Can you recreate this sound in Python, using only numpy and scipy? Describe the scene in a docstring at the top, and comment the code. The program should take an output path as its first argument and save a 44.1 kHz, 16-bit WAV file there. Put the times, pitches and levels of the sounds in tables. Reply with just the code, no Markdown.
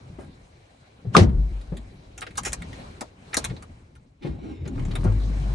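"""A car door slams at night, seats and clothes rustle, keys and trim click, then the engine starts and hums.
The slam is fading noise with a ringing latch; knocks are dying sines, and clicks are bursts of grit with rings.
The starter is noise through resonances; the engine is a low sine with a knock for each firing.
A soft rumble and hiss lie under it all, and short echoes give the knocks, clicks and motors a padded cabin."""
import sys
import numpy as np
from scipy import signal
from scipy.fft import rfft, irfft, next_fast_len
from scipy.io import wavfile
from scipy.ndimage import uniform_filter1d

SR = 44100
rng = np.random.default_rng(int(sys.argv[2]) if len(sys.argv) > 2 else 0)


def volts(x):
    """Linear amplitude factor 10**(x/20) for a level x in dB, scalar or array-like."""
    e = np.asarray(x, float) / 20
    return 10 ** e


def digitize_waveform(pressure):
    """Quantize a signal to 16-bit integers and store it at the path in sys.argv[1].

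    Rows of a 2-D input are taken as channels; values are limited to [-1, 1].
    """
    field = np.atleast_2d(pressure).T
    bounded = np.clip(field, -1, 1)
    quanta = np.round(bounded * 32767).astype(np.int16)
    wavfile.write(sys.argv[1], SR, quanta)


N = 244314  # length in samples

# Rumble and hiss from the driver moving and later the engine.
# Each row: time in seconds, rumble level in dB, rustle level in dB.
STIR_LEVELS = [(0, -43.5, -56), (.3, -45.5, -58), (.5, -55, -58), (1.3, -62.5, -59), (1.5, -45, -53.5),
               (1.95, -44, -56.5), (2.15, -47, -58), (2.55, -38, -53.5), (2.8, -39.5, -45),
               (3.15, -51, -59), (3.45, -40, -44.5), (3.53, -37, -53.5), (3.8, -50.5, -60.5),
               (4.19, -56.5, -71), (4.26, -35, -61.5), (4.6, -40, -67.5), (4.8, -30, -51.5),
               (5.54, -34, -44.5)]
# Tone balance of the rumble. Each row: pitch in Hz, relative level in dB per Hz.
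RUMBLE_SPECTRUM = [(25, -10), (70, 3), (140, -4), (300, -12), (1500, -41.5)]
# Tone balance of the rustle. Each row: pitch in Hz, relative level in dB per Hz.
RUSTLE_SPECTRUM = [(450, 0.5), (800, 2), (1150, -5.5), (2300, -9.5), (7400, -19.5), (11500, -30)]
# Bands where the hiss stands out. Each row: pitch in Hz, width in Hz, relative level in dB.
HISS_PEAKS = [(2320, 240, -10), (4000, 420, -9)]
# How alike left and right noise are. Each row: pitch in Hz, likeness from -1 (opposite) to 1 (same).
STEREO_LIKENESS = [(60, 1.0), (220, 1), (840, -0.44), (3120, -0.0097), (11700, 0.77)]
RUSTLE_PATCHY_DB = 2
# The slam shakes the whole shell: the rumble swells to a top, then dies.
SHAKE_TOP_S, SHAKE_DB, SHAKE_RISE_DB_PER_S, SHAKE_FALL_DB_PER_S = 1.242, -18.5, 153.5, 253

# Soft heavy knocks through the body shell. Each row: start in seconds, level in dB, pitch in Hz.
SHELL_KNOCKS = [(0.186, -25, 270), (1.048, -26.5, 150), (1.154, -8, 195), (1.169, 1, 158), (1.178, -3, 207),
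                (1.208, 0, 96), (1.261, -8.5, 63.3), (1.34, -11, 49.5), (1.72, -17.5, 157),
                (2.468, -20, 410), (3.015, -20, 280), (3.372, -16.5, 250), (3.505, -21.5, 122.4),
                (4.246, -18, 143), (4.285, -20.5, 63.6), (4.658, -21.5, 149), (5.047, -11, 170)]

# Hard small contacts of keys, lock and trim. Each row: start in seconds, level in dB, part name,
# fading time of the rattle in ms, brightness in dB.
SMALL_CONTACTS = [(0.191, -34.5, "panel", 34, -10), (1.293, -36.5, "clip", 4.1, -8),
                  (1.612, -41, "key", 4.3, -0.5), (1.769, -34.5, "key", 5.3, 2),
                  (2.177, -26.5, "ring", 6.3, -4.5), (2.209, -27.5, "ring", 2.3, 16),
                  (2.217, -20, "clip", 6.6, -7), (2.266, -26, "clip", 4.5, -12),
                  (2.307, -38.5, "lever", 4.2, -7), (2.354, -34, "key", 6.1, -0.5),
                  (2.372, -19.5, "ring", 8.5, 8), (2.378, -9.5, "housing", 3.8, -4.5),
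                  (2.433, -25.5, "lever", 4.2, 4.5), (2.448, -16.5, "ring", 17, 0),
                  (2.469, -22.5, "lever", 10, -0.5), (2.521, -25.5, "ring", 5.9, -12),
                  (2.531, -10, "clip", 2.4, 8.5), (2.619, -26, "lever", 4.1, -6),
                  (2.73, -30, "clip", 3.4, -9.5), (3.008, -20.5, "housing", 6, 5.5),
                  (3.33, -20.5, "lever", 7.5, -15.5), (3.342, -11, "lever", 3.7, 3.5),
                  (3.368, -7, "housing", 7, 12), (3.442, -16, "key", 6, 4.5),
                  (3.497, -33.5, "clip", 7.5, -28), (3.563, -33, "key", 6.7, -18),
                  (3.624, -31, "housing", 4.5, 0.5), (3.952, -44.5, "clip", 8.7, -2.5),
                  (4.219, -34.5, "lever", 40, -16), (4.653, -36.5, "clip", 6.2, -19),
                  (4.677, -32.5, "ring", 3.7, -3.5), (4.779, -30, "housing", 4, -21),
                  (4.795, -33.5, "lever", 3.6, -11), (4.85, -36, "ring", 6.1, -14.5),
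                  (4.909, -32, "key", 9.1, -9), (4.953, -19, "lever", 6, -2.5),
                  (5.039, -22, "panel", 7, -10), (5.06, -22, "panel", 24, -36)]
# The parts that get knocked. Each name leads to: own ring in Hz, ring level in dB against the crunch.
PART_RINGS = {"panel": (580, 0), "housing": (1254, 2.1), "lever": (2300, -8.5), "clip": (2200, -10),
              "key": (4000, 0.39), "ring": (7000, -0.41)}
# Every contact is followed by one small bounce, after a chance wait with this average added.
BOUNCE_WAIT_S, BOUNCE_DB, BOUNCE_MS = 0.036, -25.5, 2.6
OWN_CYCLES = 10  # cycles in which a part's own ring falls by 60 dB
GRIT_SPREAD_DB, LUMP_MS, LUMP_DB = 6.5, 2.7, 3  # the rattle comes in lumps
# Each contact wakes eight short rings of loose metal at chance pitches, strongest near the part's own ring.
METAL_HZ = 1195, 8200  # lowest, highest
METAL_T60_S, METAL_DB_PER_OCTAVE, METAL_DB = .013, 4, -4

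# Low tones held for a while: a boom just before the door shuts, cabin booms after the slam, and the engine's
# drone as it catches. # Each row: start in seconds, length in seconds, pitch in Hz, peak level in dB.
LOW_TONES = [(1.07, 0.053, 115, -21.5), (1.368, .15, 50.4, -13), (1.513, 0.15, 48.8, -22.5),
             (1.677, 0.25, 51, -31), (5.062, 0.13, 102.4, -15.5)]

# The ringing latch. Each row: pitch in Hz, relative level in dB.
LATCH_RINGS = [(600, -14), (1250, -3.5), (1390, -7.5)]
# Tone balance of the crash. Each row: pitch in Hz, relative level in dB per Hz.
SLAM_SPECTRUM = [(150, -11.5), (500, -19.5), (970, -24.5), (3900, -31.5), (5700, -35.5), (11500, -55.5)]
LATCH_S, LATCH_GRIND_S = 1.147, 0.008
# The crash: a scrape as the latch meets, the blow's first crack, its rattle, and the seal choking it.
SCRAPE_S, SCRAPE_DB, SCRAPE_DB_PER_S = 1.151, -20.5, 1502
BLOW_S, BLOW_DB, CRACK_DB_PER_S = 1.167, 1, 2100.5
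RATTLE_DB, RATTLE_DB_PER_S, SEALED_S, SEALED_DB_PER_S = -10, 295.5, 1.24, 390
DOOR_LEFT_DB = 0.5  # raises left and lowers right

# Growl of the starter in the shell. Each row: pitch in Hz, width in Hz, relative level in dB.
STARTER_PEAKS = [(130, 41, -9), (250, 63, 6.5), (336, 79.3, 5), (830, 430, -16.5)]
# Whine of the gears. Each row: pitch in Hz, width in Hz, relative level in dB.
GEAR_PEAKS = [(2190, 200, 10), (2840, 370, 8), (3900, 250, 5.5), (5500, 130, 1.5), (7320, 200, -5)]
# The starter labours at each compression. Each row: time in seconds, growl level in dB.
STARTER_HEAVES = [(4.269, -31), (4.439, -39), (4.502, -34.5), (4.681, -39.5), (4.798, -38)]
HEAVE_RISE_DB_PER_S, HEAVE_FALL_DB_PER_S, STARTER_ON_S, STARTER_OFF_S = 355, 261, 4.21, 4.95
GROWL_ROUGH_DB = 2
# The gear whine swings with the cranking speed and swells to one top.
WHINE_TOP_S, WHINE_DB, WHINE_RISE_DB_PER_S, WHINE_FALL_DB_PER_S = 4.49, -59, 45, 35
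FASTEST_S, SWING_S, SPEED_SWING = 4.44, 0.34, 0.045  # a fastest moment, swing period, share of speed

# Level of the engine hum. Each row: time in seconds, level in dB.
HUM_LEVELS = [(4.72, -47), (4.8, -27.5), (4.95, -28.5), (5.1, -20.5), (5.29, -23), (5.34, -25),
              (5.54, -23.5)]
# Resonances of the engine block. Each row: pitch in Hz, width in Hz, relative level in dB.
BLOCK_PEAKS = [(101.5, 35, 14), (124.5, 70.5, 11.5), (270, 53, 2), (895, 430, -10)]
# The engine catches, runs up to a fast idle and sags; the rates are firings per second.
CATCH_S, CATCH_PER_S, IDLE_S, IDLE_PER_S, RUN_UP_BEND, SAG_PER_S2 = 4.72, 25, 5.17, 50.8, 0.86, 3.2
KNOCK_DB, KNOCK_GROWS_DB_PER_S, IDLE_KNOCK_DB = -35, 9.5, -38  # hard under load, softer at idle
FIRING_SPREAD_DB = 2.5

CABIN_T60_S, SEAT_CUT_HZ = 0.082, 11000  # time to fall by 60 dB in the bass, where echoes turn dull
LEFT_DB, NEAR_SHARE, NEAR_HZ = 0.64, 0.39, 150  # low knocks lean left above this pitch
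LAG_S, LAG_BELOW_HZ = .0005, 2600  # the duller part of hard sounds reaches the left side later
LEFT_RIGHT = np.array([[1], [-1]])
CEILING = .97  # peaks are rounded toward this height


def in_time(rows):
    """Reads a table's columns as points joined by straight lines, one value for every sample."""
    s, *columns = np.transpose(rows)
    return [np.interp(np.arange(N) / SR, s, column) for column in columns]


def at_hz(points, hz):
    """Reads a spectrum at a pitch, with pitch on a log axis."""
    table_hz, values = np.array(points).T
    return np.interp(np.log(hz), np.log(table_hz), values)


def rms_one(x):
    """Scales a sound to an average strength (rms) of 1."""
    return x / np.sqrt(np.mean(x ** 2) + 1e-20)


def band_pass(x, order, low, high):
    """Keeps the pitches between two limits in Hz."""
    return signal.sosfilt(signal.butter(order, [low, high], "band", fs=SR, output="sos"), x)


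def drift(rate):
    """Makes a slow random wander with spread 1; a higher rate in Hz wanders faster."""
    r = np.exp(-80 * np.pi * rate / SR)
    chance = rng.standard_normal(N // 40 + 2002)  # one value per 40 samples
    slow = signal.lfilter([1], [1, -2 * r, r * r], chance)[2000:]
    return np.interp(np.arange(N) / 40, np.arange(len(slow)), rms_one(slow))


def ring(x, hz, t60):
    """Sets a dying sine ringing: a unit click gives height 1, falling 60 dB in t60 seconds."""
    r = volts(-60 / (max(t60, .002) * SR))
    w = 2 * np.pi * hz / SR
    return signal.lfilter([0, np.sin(w)], [1, -2 * r * np.cos(w), r * r], x + 1e-18)


def resonances(x, peaks):
    """Passes a sound through side-by-side resonances, added with alternating signs."""
    out = 0
    for k, (hz, width, level_db) in enumerate(peaks):
        r = np.exp(-np.pi * width / SR)
        feedback = [1, -2 * r * np.cos(2 * np.pi * hz / SR), r * r]
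        band = signal.lfilter([1 - r * r, 0, r * r - 1], feedback, x)
        out = out + (-1) ** k * volts(level_db) * band
    return out


def coloured(spectrum, patchy_db):
    """Builds stereo noise of rms 1 from half-octave bands, each with its own level, flicker and likeness."""
    out = 0
    edges = 25 * 2 ** np.arange(0, 9.3, .5)
    white = rng.standard_normal((2, 2, N))
    for k, (low, high) in enumerate(zip(edges, edges[1:])):
        hz = np.sqrt(low * high)
        if not spectrum[0][0] / 1.5 < hz < spectrum[-1][0] * 1.5:
            continue
        mid, side = band_pass(white[k % 2], 2, low, high)
        alike = np.clip(at_hz(STEREO_LIKENESS, hz), -1, 1)
        gain = volts(at_hz(spectrum, hz) + patchy_db * drift(12.0))
        out = out + gain * (np.sqrt(1 + alike) * mid + np.sqrt(1 - alike) * side * LEFT_RIGHT)
    return rms_one(out)


def tent(s, top_db, rise, fall):
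    """A level that climbs to a top and falls away, both at steady dB per second."""
    t = np.arange(N) / SR - s
    return volts(top_db + np.where(t < 0, rise * t, -fall * t))


def between(start, end):
    """Is true from start to end and false outside."""
    t = np.arange(N) / SR
    return (t >= start) & (t <= end)


def add(out, s, sound):
    """Mixes a sound in at a time in seconds."""
    i = round(s * SR)
    out[i:i + len(sound)] += sound[:len(out) - i]


def stir():
    """Movement and the engine give low rumble and soft hiss: two coloured noises under level curves."""
    rumble_db, rustle_db = in_time(STIR_LEVELS)
    shake = tent(SHAKE_TOP_S, SHAKE_DB, SHAKE_RISE_DB_PER_S, SHAKE_FALL_DB_PER_S)
    rumble = (volts(rumble_db) + shake) * coloured(RUMBLE_SPECTRUM, patchy_db=3.5)
    rustle = coloured(RUSTLE_SPECTRUM, patchy_db=RUSTLE_PATCHY_DB)
    rustle = rustle + sum(resonances(rustle, [peak]) for peak in HISS_PEAKS)
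    return rumble + volts(rustle_db) * rustle


def thuds():
    """A soft push sets a panel ringing some cycles, with a short shudder of its neighbours."""
    out, t = np.zeros(N), np.arange(SR // 2) / SR
    for s, level_db, hz in SHELL_KNOCKS:
        swell = 1 - np.exp(-t * hz * 2.7)  # the push builds within about a cycle
        fade = volts(-4.5 * t * hz * (hz / 100) ** 0.69)
        tone = swell * fade * np.sin(2 * np.pi * hz * t)
        shudder = rms_one(band_pass(rng.standard_normal(len(t)), 2, 1.16 * hz, 2.91 * hz))
        shudder = 0.24 * swell * volts(-2.5 * t * hz) * shudder
        add(out, s, volts(level_db) * (tone + shudder))
    return out


def clicks():
    """Each contact is a tick and a dying gritty rattle that rings the part and loose metal."""
    out, t = np.zeros(N), np.arange(SR // 6) / SR
    luck = rng.exponential(1, (len(SMALL_CONTACTS), 2))
    bounces = []
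    for (s, db, part, ms, bright), (wait, weak) in zip(SMALL_CONTACTS, luck):
        later = s + ms / 500 + BOUNCE_WAIT_S * wait
        bounces.append((later, db + BOUNCE_DB - 5.6 * weak, part, BOUNCE_MS, bright))

    for s, level_db, part, length_ms, bright_db in SMALL_CONTACTS + bounces:
        own_hz, own_db = PART_RINGS[part]
        fade_ms = max(length_ms, 1)
        chance = rng.standard_normal((3, len(t)))
        lumps_db = LUMP_DB * np.interp(t * 1000 / LUMP_MS, np.arange(len(t)), chance[2])
        fade = (1 - np.exp(-t * 3500 / fade_ms)) * np.exp(-t * 1000 / fade_ms)
        grit = chance[0] * volts(GRIT_SPREAD_DB * chance[1] + lumps_db) * fade
        grit[0] += 13.0 / fade_ms  # short contacts start hardest

        # hollow trim behind, then the bare contact
        crunch = band_pass(grit, 3, min(330, own_hz / 2), min(4000, 2.32 * own_hz))
        crack = band_pass(grit, 2, 3200, 10500)
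        own_ring = ring(grit, own_hz, OWN_CYCLES / own_hz)
        pitches = np.exp(rng.uniform(*np.log(METAL_HZ), size=8))
        woken_db = -METAL_DB_PER_OCTAVE * np.abs(np.log2(pitches / own_hz))
        metal = sum(volts(db) * ring(grit, hz, METAL_T60_S) for hz, db in zip(pitches, woken_db))

        sound = rms_one(crunch) + volts(own_db) * rms_one(own_ring) + volts(bright_db) * rms_one(crack)
        sound = sound + volts(METAL_DB + min(bright_db, 0) / 2) * rms_one(metal)
        loudest = uniform_filter1d(np.abs(sound), size=64).max()
        add(out, s, volts(level_db) * sound / loudest / 3.3)
    return out


def low_tones():
    """Cabin booms and the engine's drone swell and sink: a pure low sine under a rounded envelope."""
    out = np.zeros(N)
    for s, length, hz, peak_db in LOW_TONES:
        t = np.arange(round(length * SR)) / SR
        envelope = np.abs(np.sin(np.pi * (t / length) ** 0.37)) ** 0.94
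        add(out, s, volts(peak_db) * envelope * np.sin(2 * np.pi * hz * t))
    return out


def door():
    """The latch grinds onto the striker and rings; the closing panel crashes and rattles out."""
    strike, length = np.zeros(N), round(LATCH_GRIND_S * SR)
    add(strike, LATCH_S, np.hanning(length) * rng.standard_normal(length))
    # ringing twice over makes a softer start
    latch = sum(volts(db) * ring(ring(strike, hz, .013), hz, .013) for hz, db in LATCH_RINGS)
    latch = band_pass(latch, 2, 500, 1500)
    latch = volts(-0.4) * latch / np.abs(latch).max()

    seal = tent(SEALED_S, 0, 0, SEALED_DB_PER_S)
    rattle = tent(BLOW_S, RATTLE_DB, 12000, RATTLE_DB_PER_S) * seal
    crack = tent(BLOW_S, BLOW_DB, 9700, CRACK_DB_PER_S)
    scrape = tent(SCRAPE_S, SCRAPE_DB, SCRAPE_DB_PER_S, SCRAPE_DB_PER_S / 2)
    level = np.maximum(rattle, crack) + scrape
    crash = level * coloured(SLAM_SPECTRUM, patchy_db=1.0) * volts(DOOR_LEFT_DB * LEFT_RIGHT)
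    return latch, crash


def starter():
    """The motor growls through the shell; the gear whine is read faster or slower as crank speed swings."""
    rough = rng.standard_normal(N) * volts(GROWL_ROUGH_DB * drift(44))
    growl = rms_one(resonances(rough, STARTER_PEAKS))
    effort = sum(tent(s, db, HEAVE_RISE_DB_PER_S, HEAVE_FALL_DB_PER_S) for s, db in STARTER_HEAVES)

    t = np.arange(N) / SR
    speed = 1 + SPEED_SWING * np.cos(2 * np.pi * (t - FASTEST_S) / SWING_S)
    steady = rms_one(resonances(rng.standard_normal(2 * N), GEAR_PEAKS))
    whine = np.interp(np.cumsum(speed), np.arange(2 * N), steady)
    swell = tent(WHINE_TOP_S, WHINE_DB, WHINE_RISE_DB_PER_S, WHINE_FALL_DB_PER_S)
    whine = whine * swell * volts(2.7 * drift(25))
    return between(STARTER_ON_S, STARTER_OFF_S) * (effort * growl + whine)


def engine():
    """The firing rate booms as a sine; each uneven firing knocks through the block."""
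    t = np.arange(N) / SR
    running = t > CATCH_S
    run_up = np.clip((t - CATCH_S) / (IDLE_S - CATCH_S), 0, 1)
    sag = SAG_PER_S2 * np.maximum(t - IDLE_S, 0)
    per_s = CATCH_PER_S + (IDLE_PER_S - CATCH_PER_S) * run_up ** RUN_UP_BEND - sag
    firings = np.cumsum(per_s * running) / SR  # running count
    hum = np.sqrt(2) * volts(in_time(HUM_LEVELS)[0]) * np.sin(2 * np.pi * firings)

    # a pulse whenever the count passes a whole number
    fired = np.diff(np.floor(firings), prepend=0) * volts(FIRING_SPREAD_DB * rng.standard_normal(N))
    puff = signal.lfilter([1], [1, -.995], fired) * rng.standard_normal(N) * 0.088
    knocks = resonances(uniform_filter1d(fired, size=60) * 4.9 + puff, BLOCK_PEAKS)
    load_db = KNOCK_DB + KNOCK_GROWS_DB_PER_S * (t - CATCH_S)
    knock_db = np.where(run_up < .9, load_db, IDLE_KNOCK_DB)
    return running * (hum + volts(knock_db) * knocks / np.std(knocks[running]))


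def cabin(x):
    """Padded walls echo the sound: six short feedback delays a side, duller on every round."""
    size = next_fast_len(N + SR // 2)
    hz = np.arange(size // 2 + 1) * SR / size
    spectrum, out = rfft(x, size), []
    for lags in rng.uniform(.003, 0.009, (2, 6)):  # seconds
        echoes = 0
        for k, lag in enumerate(lags):
            loss = volts(-60 * lag / CABIN_T60_S) / (1 + 1j * hz / SEAT_CUT_HZ)
            one_round = loss * np.exp(-2j * np.pi * hz * lag)
            echoes = echoes + (-1) ** k * one_round / (1 - one_round)  # all rounds together
        out.append(irfft(spectrum * echoes, size)[:N])
    return np.array(out)


def scene():
    """Mixes all sources, a little to the left, with cabin echoes of the hard and deep ones."""
    latch, crash = door()
    hard = clicks() + starter()
    dull = signal.sosfiltfilt(signal.butter(2, LAG_BELOW_HZ, fs=SR, output="sos"), hard)
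    late_dull = np.roll(dull, round(LAG_S * SR))
    hard_stereo = np.array([hard - dull + late_dull, hard])

    low_sounds = thuds() + low_tones() + engine()
    deep = low_sounds + latch
    near = signal.sosfilt(signal.butter(1, NEAR_HZ, "high", fs=SR, output="sos"), low_sounds)
    deep_stereo = deep + NEAR_SHARE * near * LEFT_RIGHT

    echoes = volts(-7.5) * cabin(hard) + volts(-11.5) * cabin(deep)
    mix = hard_stereo + deep_stereo + crash + stir() + echoes
    return mix * volts(LEFT_DB * LEFT_RIGHT)


def top_cut(x):
    """Nothing passes above the cut-off."""
    return signal.sosfilt(signal.butter(12, 12260, fs=SR, output="sos"), x)


def record(dry):
    """The microphone loses the deepest bass and the top; peaks are rounded."""
    x = signal.sosfilt(signal.butter(2, 22, "high", fs=SR, output="sos"), dry)
    x = signal.sosfilt(signal.butter(8, 10800, fs=SR, output="sos"), x)
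    return top_cut(CEILING * np.tanh(x / CEILING))


dry = scene()
out = record(dry)
digitize_waveform(out)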